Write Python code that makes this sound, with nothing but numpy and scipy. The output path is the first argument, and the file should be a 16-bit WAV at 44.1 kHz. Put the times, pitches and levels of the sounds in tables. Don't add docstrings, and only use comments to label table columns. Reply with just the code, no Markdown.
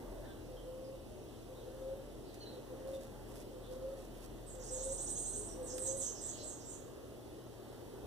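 import sys
import numpy as np
from scipy import signal
from scipy.fft import rfft, irfft, next_fast_len
from scipy.io import wavfile
from scipy.ndimage import uniform_filter1d, map_coordinates

SR = 44100
rng = np.random.default_rng(int(sys.argv[2]) if len(sys.argv) > 2 else 0)


def put_to_file(sound):
    columns = np.atleast_2d(sound).T
    safe = np.clip(columns, -1, 1)
    whole_steps = np.round(safe * 32767)
    wavfile.write(sys.argv[1], SR, whole_steps.astype(np.int16))


N = 355578

# frequency_hz, coherence
COHERENCE = [(60, .45), (180, .38), (500, .66), (700, .52), (1150, .88), (1720, .15), (2350, .85),
             (2950, .25), (3500, .78), (4200, .3), (6000, .55), (8500, .62), (11000, .3), (15000, .3)]
# frequency_hz, gain_db
LEFT_GAIN = [(60, 2), (180, .3), (550, .7), (1650, -1.1), (3800, -1), (6000, -6), (8300, -5), (10000, -7),
             (15000, -10)]
# frequency_hz, phase_rad
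LEFT_LAG = [(60, 0), (330, 1), (505, 1), (535, .5), (1100, .1), (1650, .3), (1800, 3.1), (2800, 3.3),
            (3000, 6), (3900, 6.6), (4500, 9.3), (6000, 12.7), (7200, 15.6), (8400, 18.9), (15000, 34.5)]
# frequency_hz, t60_s
YARD_DECAY = [(400, 0.33), (3500, 0.47), (8000, .42), (14000, 0.45)]

# time_s, body_db, rush_db
TRAFFIC_LEVELS = [(0.1, -53, -62), (0.76, -56.5, -65), (0.98, -56, -66), (3.15, -54.5, -63),
                  (4.21, -56.3, -63.5), (5.0, -53, -62), (5.35, -53.5, -63), (5.7, -54, -61.5),
                  (6.4, -54.5, -62.5), (7.5, -56.5, -65.5), (7.77, -56, -63), (8.0, -54, -62)]
# frequency_hz, density_db
BODY_SPECTRUM = [(18, -20), (30, -17), (50, -0.5), (90, -2), (160, -7), (250, -1.5), (340, 1.5), (430, 0),
                 (600, -5.5), (900, -17.5), (2000, -64)]
RUSH_SPECTRUM = [(250, -35), (500, -2.5), (700, -1.5), (1000, -4.5), (1500, -10.5), (2000, -10.5),
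                 (2500, -30.5), (5000, -23.5)]
HISS_SPECTRUM = [(900, -6), (1800, -6.5), (2800, 5), (3700, 2.5), (5000, -1.5), (7000, -3), (8800, -3),
                 (10000, -6), (11300, -3), (12500, -13.5), (15500, -10)]
# time_s, level_db
DRONE_LEVELS = [(0.0, -67), (0.09, -47.5), (0.27, -61.5), (0.64, -52.5), (0.89, -64), (0.98, -57.5),
                (1.24, -63.5), (1.85, -57.5), (2.72, -65), (3.05, -58.5), (5.08, -52.5), (7.08, -72),
                (8.0, -65)]
# pitch_hz, level_db
WHINE_TONES = [(11160, -81.5), (14880, -93), (14940, -85)]
# start_s, length_s, start_hz, end_hz, level_db
HOOTS = [(.02, .36, 655, 650, -63), (.14, .15, 580, 570, -59.5), (.5, .12, 556, 548, -59.5),
         (1.07, .15, 618, 598, -59.5), (1.39, .12, 552, 547, -60.5), (1.93, .18, 585, 580, -60),
         (2.33, .12, 552, 556, -60), (2.84, .14, 580, 578, -59), (3.1, .15, 835, 865, -65),
         (3.3, .19, 548, 542, -60), (5.29, .13, 400, 420, -54), (5.44, .22, 668, 666, -61),
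         (6.33, .15, 622, 605, -60.5)]
# start_s, middle_hz, level_db
DISTANT_PEEPS = [(.565, 3165, -63.5), (.84, 4950, -68), (2.402, 4280, -56.5), (2.405, 6050, -72),
                 (2.41, 3010, -65.5), (2.452, 4010, -58.5), (2.462, 4230, -61), (2.495, 3960, -63),
                 (2.932, 3610, -64.5), (6.385, 4080, -61)]
DISTANT_CHIRPS = [(.22, 1663, -63), (.24, 3580, -68), (1.54, 3700, -70), (2.236, 4300, -66.5),
                  (2.46, 4100, -69), (3.613, 3560, -67), (4.76, 3900, -64), (6.28, 4300, -64),
                  (6.31, 3087, -63), (6.35, 4310, -60)]

# start_s, level_db
PEBBLE_TICKS = [(2.343, -56), (3.0294, -66), (3.7248, -65), (4.2424, -63), (4.5544, -58), (5.781, -44)]
# start_s, length_s, level_db
FOOT_SHUFFLES = [(2.87, 0.11, -65), (3.0, 0.078, -67), (3.28, 0.058, -66.5), (3.335, 0.1, -62),
                 (3.703, 0.067, -67), (3.974, 0.096, -67.5), (4.135, 0.099, -68), (4.217, 0.051, -64.5)]
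# frequency_hz, density_db
GRAVEL_SPECTRUM = [(400, -50), (1500, -1), (3000, -2.5), (6000, -0.5), (9000, 0), (13000, -5.5),
                   (16000, -16)]

# start_s, length_s, start_hz, end_hz, relative_db, quiver_ratio
FALLING_CHIPS = [(4.464, .055, 8500, 7100, -54, .055), (4.592, .047, 7310, 5600, -55, .12),
                 (4.631, .075, 8300, 6000, -51.5, .11), (4.705, .055, 8700, 6200, -42.7, .04),
                 (4.764, .04, 7400, 6000, -50, .1), (5.456, .04, 8500, 7900, -53, .045),
                 (5.48, .025, 5950, 5700, -56, .03), (5.625, .03, 8300, 8000, -51, .035),
                 (5.655, .06, 8000, 5900, -47.5, .11), (5.735, .055, 8300, 7700, -49, .06),
                 (5.809, .045, 7990, 7180, -43.5, .06), (5.852, .032, 7960, 6100, -38.5, .04),
                 (5.958, .045, 11100, 9500, -55, .025), (5.991, .04, 7930, 6100, -40, .04),
                 (6.003, .075, 8700, 5650, -41.3, .05)]
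# start_s, length_s, level_db
LEAD_IN_NOTES = [(5.79, 0.044, -41.5), (5.831, 0.06, -42), (5.967, 0.031, -43)]
# start_hz, middle_hz, end_hz
LEAD_IN_PITCHES = (8280, 8060, 7960)
# time_s, level_db
TRILL_LEVELS = [(4.8, -43.5), (5.16, -39.7), (5.33, -42.5), (5.42, -50)]
# offset_s, pitch_hz, relative_db
SYLLABLE_SHAPE = [(0, 5700, -13), (.012, 6800, -4), (.024, 7550, -2), (.038, 8350, -1), (.048, 8750, -2),
                  (.056, 8400, -2.5), (.066, 6500, -20)]
# offset_s, length_s, start_hz, middle_hz, end_hz, level_db, quiver_ratio
MOTIF_NOTES = [(0, .07, 5300, 5800, 7600, -54, .11), (.06, .06, 7900, 7450, 7050, -44.7, .05),
               (.105, .046, 8700, 7600, 5850, -43.5, .06)]

# start_s, lead_s, hold_s, length_s, opening_db, held_db, swell_db, end_db
DOVE_COOS = [(.64, .18, .24, .33, -52, -48.8, -49, -44.5), (1.66, .172, .15, .298, -52, -50.5, -45.8, -40),
             (2.68, .185, .14, .325, -50.8, -50, -46, -44.3),
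             (3.675, .17, .15, .28, -52, -48.5, -42.2, -43.3),
             (4.695, .165, .15, .255, -50.8, -46.8, -39.8, -41.8),
             (5.715, .162, .15, .268, -48, -48, -40.2, -41.5)]
# length_fraction, pitch_hz
OPENING_GLIDE = [(0, 524), (.5, 511), (1, 499)]
# scoop_hz, start_hz, held_hz, swell_hz, end_hz
LONG_NOTE_PITCHES = (478, 513, 517, 526, 536)


def amp(db):
    return 10 ** (np.asarray(db) / 20)


def unit(x):
    return x / np.sqrt(np.mean(x ** 2) + 1e-20)


def along(points, hz):
    knots_hz, values = np.transpose(points)
    return np.interp(np.log(hz + 1), np.log(knots_hz + 1), values)


def curves(rows):
    times, *columns = np.transpose(rows)
    return [np.interp(np.arange(N) / SR, times, column) for column in columns]


def wobble(rate, size=N):
    knots = rng.standard_normal(int(size * rate / SR) + 4)
    return map_coordinates(knots, [np.arange(size) * rate / SR])


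def filtered(x, response):
    size = next_fast_len(N + SR // 2)
    return irfft(rfft(x, size) * response(np.fft.rfftfreq(size, 1 / SR)), size)[..., :N]


def add(track, start_s, sound):
    part = track[..., max(round(start_s * SR), 0):][..., :sound.shape[-1]]
    part += sound[..., :part.shape[-1]]


def tone(hz):
    return np.sin(2 * np.pi * np.cumsum(hz) / SR)


def gate(t, start, end, edge):
    return np.sin(np.pi / 2 * np.clip(np.minimum(t - start, end - t) / edge, 0, 1)) ** 2


def diffuse_noise(size):
    independent = rng.standard_normal((2, size))
    hz = np.fft.rfftfreq(size, 1 / SR)
    angle = np.arccos(np.clip(along(COHERENCE, hz), -1, 1)) / 2
    mid, side = irfft(rfft(independent) * [np.cos(angle), np.sin(angle)], size)
    return np.array([mid + side, mid - side])


def coloured_noise(spectrum, patchy_db):
    bins = signal.stft(diffuse_noise(next_fast_len(N)), nperseg=1024)[2]
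    patches = uniform_filter1d(rng.standard_normal(bins.shape[1:]), size=5, axis=0)
    patches = uniform_filter1d(patches, size=12, axis=1)
    pair = signal.istft(bins * amp(patchy_db * unit(patches)), nperseg=1024)[1][:, :N]
    return unit(filtered(pair, lambda hz: amp(along(spectrum, hz))))


def yard(sound, wet_db, build_s=.0047):
    hz, t, bins = signal.stft(diffuse_noise(SR // 2), SR, nperseg=256)
    decay = amp(-60 * t / along(YARD_DECAY, hz)[:, None])
    tail = signal.istft(bins * decay, SR, nperseg=256)[1]
    tail *= 1 - np.exp(-np.arange(tail.shape[1]) / SR / build_s)
    paths = amp(wet_db) * tail / np.linalg.norm(tail[0])
    paths[:, 0] += 1
    return signal.fftconvolve(sound[None], paths, axes=1)[:, :N] / np.hypot(1, amp(wet_db))


def machine_tone(hz, drift_hz=3):
    return unit(tone(hz + drift_hz * wobble(14)))


def town(body_gain_db=4, rush_gain_db=1.5, drone_hz=39.2, hum_hz=119.6, hum_db=-62.5, hiss_db=-65.5):
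    body_db, rush_db = curves(TRAFFIC_LEVELS)
    body = amp(body_db + body_gain_db) * coloured_noise(BODY_SPECTRUM, patchy_db=.98)
    drift_db = .5 * wobble(5)
    rush = amp(rush_db + rush_gain_db + drift_db) * coloured_noise(RUSH_SPECTRUM, patchy_db=1.5)
    engine = tone(drone_hz * (1 + .0255 * wobble(13))) * amp(1.5 * wobble(9))
    drone = amp(curves(DRONE_LEVELS)[0]) * unit(engine)
    hum = amp(hum_db) * machine_tone(hum_hz)
    whine = sum(amp(db) * np.array([machine_tone(hz), machine_tone(hz)]) for hz, db in WHINE_TONES)
    hiss = amp(hiss_db) * coloured_noise(HISS_SPECTRUM, patchy_db=1.4)
    return body + rush + drone + hum + whine + hiss


def hoot(hz, rough, overtone_db=-38):
    t = np.arange(len(hz)) / SR
    pitch = hz * (1 + .006 * wobble(60, len(t)))
    voice = unit(tone(pitch) + amp(overtone_db) * tone(2 * pitch))
    return voice * (1 + rough * wobble(70.7, len(t))) * gate(t, 0, t[-1], edge=.024)


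def far_hoots():
    out = np.zeros(N)
    for start, length, start_hz, end_hz, db in HOOTS:
        add(out, start, amp(db) * hoot(np.linspace(start_hz, end_hz, int(length * SR)), rough=.35))
    return yard(out, wet_db=4)


def whistle(hz, quiver, rasp, subharmonic_db=-26):
    pitch = hz * (1 + quiver * wobble(1103, len(hz)))
    flutter = .2 * wobble(3800, len(hz)) + .105 * wobble(13000, len(hz))
    return (tone(pitch) + amp(subharmonic_db) * tone(pitch / 2)) * (1 + rasp * flutter)


def slur(length, pitches, quiver, rasp, rise):
    progress = np.linspace(0, 1, int(length * SR))
    hz = np.interp(progress, [0, .5, 1], pitches)
    swell = np.minimum(progress / rise, 1)
    return unit(whistle(hz, quiver, rasp) * swell * gate(progress, 0, .94, edge=.044))


def far_calls(rows, length_s, fall, wet_db, quiver):
    out = np.zeros((2, N))
    for start, hz, db in rows:
        pitches = hz * np.array([1 + fall, 1, 1 - fall])
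        call = slur(length_s, pitches, quiver, rasp=.2, rise=.091)
        add(out, start, amp(db) * yard(call, wet_db))
    return out


def far_birds():
    peeps = far_calls(DISTANT_PEEPS, length_s=.042, fall=.015, wet_db=-4.5, quiver=.025)
    chirps = far_calls(DISTANT_CHIRPS, length_s=.082, fall=.102, wet_db=7, quiver=.0874)
    return peeps + chirps


def gravel(tick_t60_s=.06, grain_db=4):
    t = np.arange(SR // 4) / SR
    envelope = np.zeros(N)
    for start, db in PEBBLE_TICKS:
        add(envelope, start, amp(db - 60 * t / tick_t60_s))
    for start, length, db in FOOT_SHUFFLES:
        grains = unit(amp(grain_db * wobble(618, len(t))))
        add(envelope, start, amp(db) * gate(t, 0, length, edge=.0074) * grains)
    return envelope * coloured_noise(GRAVEL_SPECTRUM, patchy_db=-1.5)


def song_note(length, pitches, db, quiver):
    return amp(db) * yard(slur(length, pitches, quiver, rasp=1, rise=.094), wet_db=5.5)


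def chips(gain_db=.24):
    out = np.zeros((2, N))
    for start, length, start_hz, end_hz, db, quiver in FALLING_CHIPS:
        pitches = np.linspace(start_hz, end_hz, 3)
        add(out, start, song_note(length, pitches, db + gain_db, quiver))
    for start, length, db in LEAD_IN_NOTES:
        add(out, start, song_note(length, LEAD_IN_PITCHES, db, quiver=.026))
    return out


def syllable():
    times, hz, db = np.transpose(SYLLABLE_SHAPE)
    t = np.arange(int(times[-1] * SR)) / SR
    voice = whistle(np.interp(t, times, hz), quiver=.047, rasp=.86)
    return unit(voice * amp(np.interp(t, times, db)) * gate(t, 0, times[-1], edge=.0021))


def trill(start_s=4.801, period_s=.0875, count=8):
    out = np.zeros(N)
    for onset in start_s + period_s * np.arange(count):
        db = np.interp(onset, *np.transpose(TRILL_LEVELS))
        add(out, onset, amp(db) * syllable())
    return yard(out, wet_db=4)


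def closing_motifs(start_s=6.147, period_s=.22, fade_db=3.5, count=3):
    out = np.zeros((2, N))
    for k in range(count):
        for offset, length, *pitches, db, quiver in MOTIF_NOTES:
            add(out, start_s + k * period_s + offset, song_note(length, pitches, db - k * fade_db, quiver))
    return out


def near_bird(right_db=1.5):
    balance = amp([[-right_db / 2], [right_db / 2]])
    return trill() + (chips() + closing_motifs()) * balance


def dove(opening_s=.118, scoop_s=.045, scoop_db=-11, dip_db=-3, echo_s=.082, echo_db=-13.5):
    out = np.zeros((2, N))
    opening_hz = np.interp(np.linspace(0, 1, int(opening_s * SR)), *np.transpose(OPENING_GLIDE))
    for start, lead, hold, length, opening_db, held_db, swell_db, end_db in DOVE_COOS:
        voice, echo = np.zeros((2, SR))
        add(voice, 0, amp(opening_db) * hoot(opening_hz, rough=.33))
        t = np.arange(-scoop_s, length, 1 / SR)
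        hz = np.interp(t, [-scoop_s, scoop_s / 2, hold / 2, hold, length], LONG_NOTE_PITCHES)
        stages_db = [held_db, held_db + dip_db, swell_db, end_db]
        level_db = np.interp(t - hold, [-.04, -.01, .026, length - hold], stages_db)
        level_db += np.interp(t, [0, scoop_s / 2], [scoop_db, 0])
        rough = np.interp(t, [0, hold, length], [.26, .17, .11])
        add(voice, lead - scoop_s, amp(level_db) * hoot(hz, rough))
        add(echo, echo_s, amp(echo_db) * voice)
        coo = yard(voice + echo, wet_db=-7)[:, :SR]
        add(out, start - lead, voice.std() * unit(coo))
    return out


def scene():
    return dove() + near_bird() + far_birds() + far_hoots() + gravel() + town()


def record(dry, top_hz=15550):
    sides = np.array([[.5], [-.5]])

    def response(hz):
        return amp(sides * along(LEFT_GAIN, hz)) * np.exp(-1j * sides * along(LEFT_LAG, hz))

    return filtered(filtered(dry, response), lambda hz: hz < top_hz)


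dry = scene()
out = record(dry)
put_to_file(out)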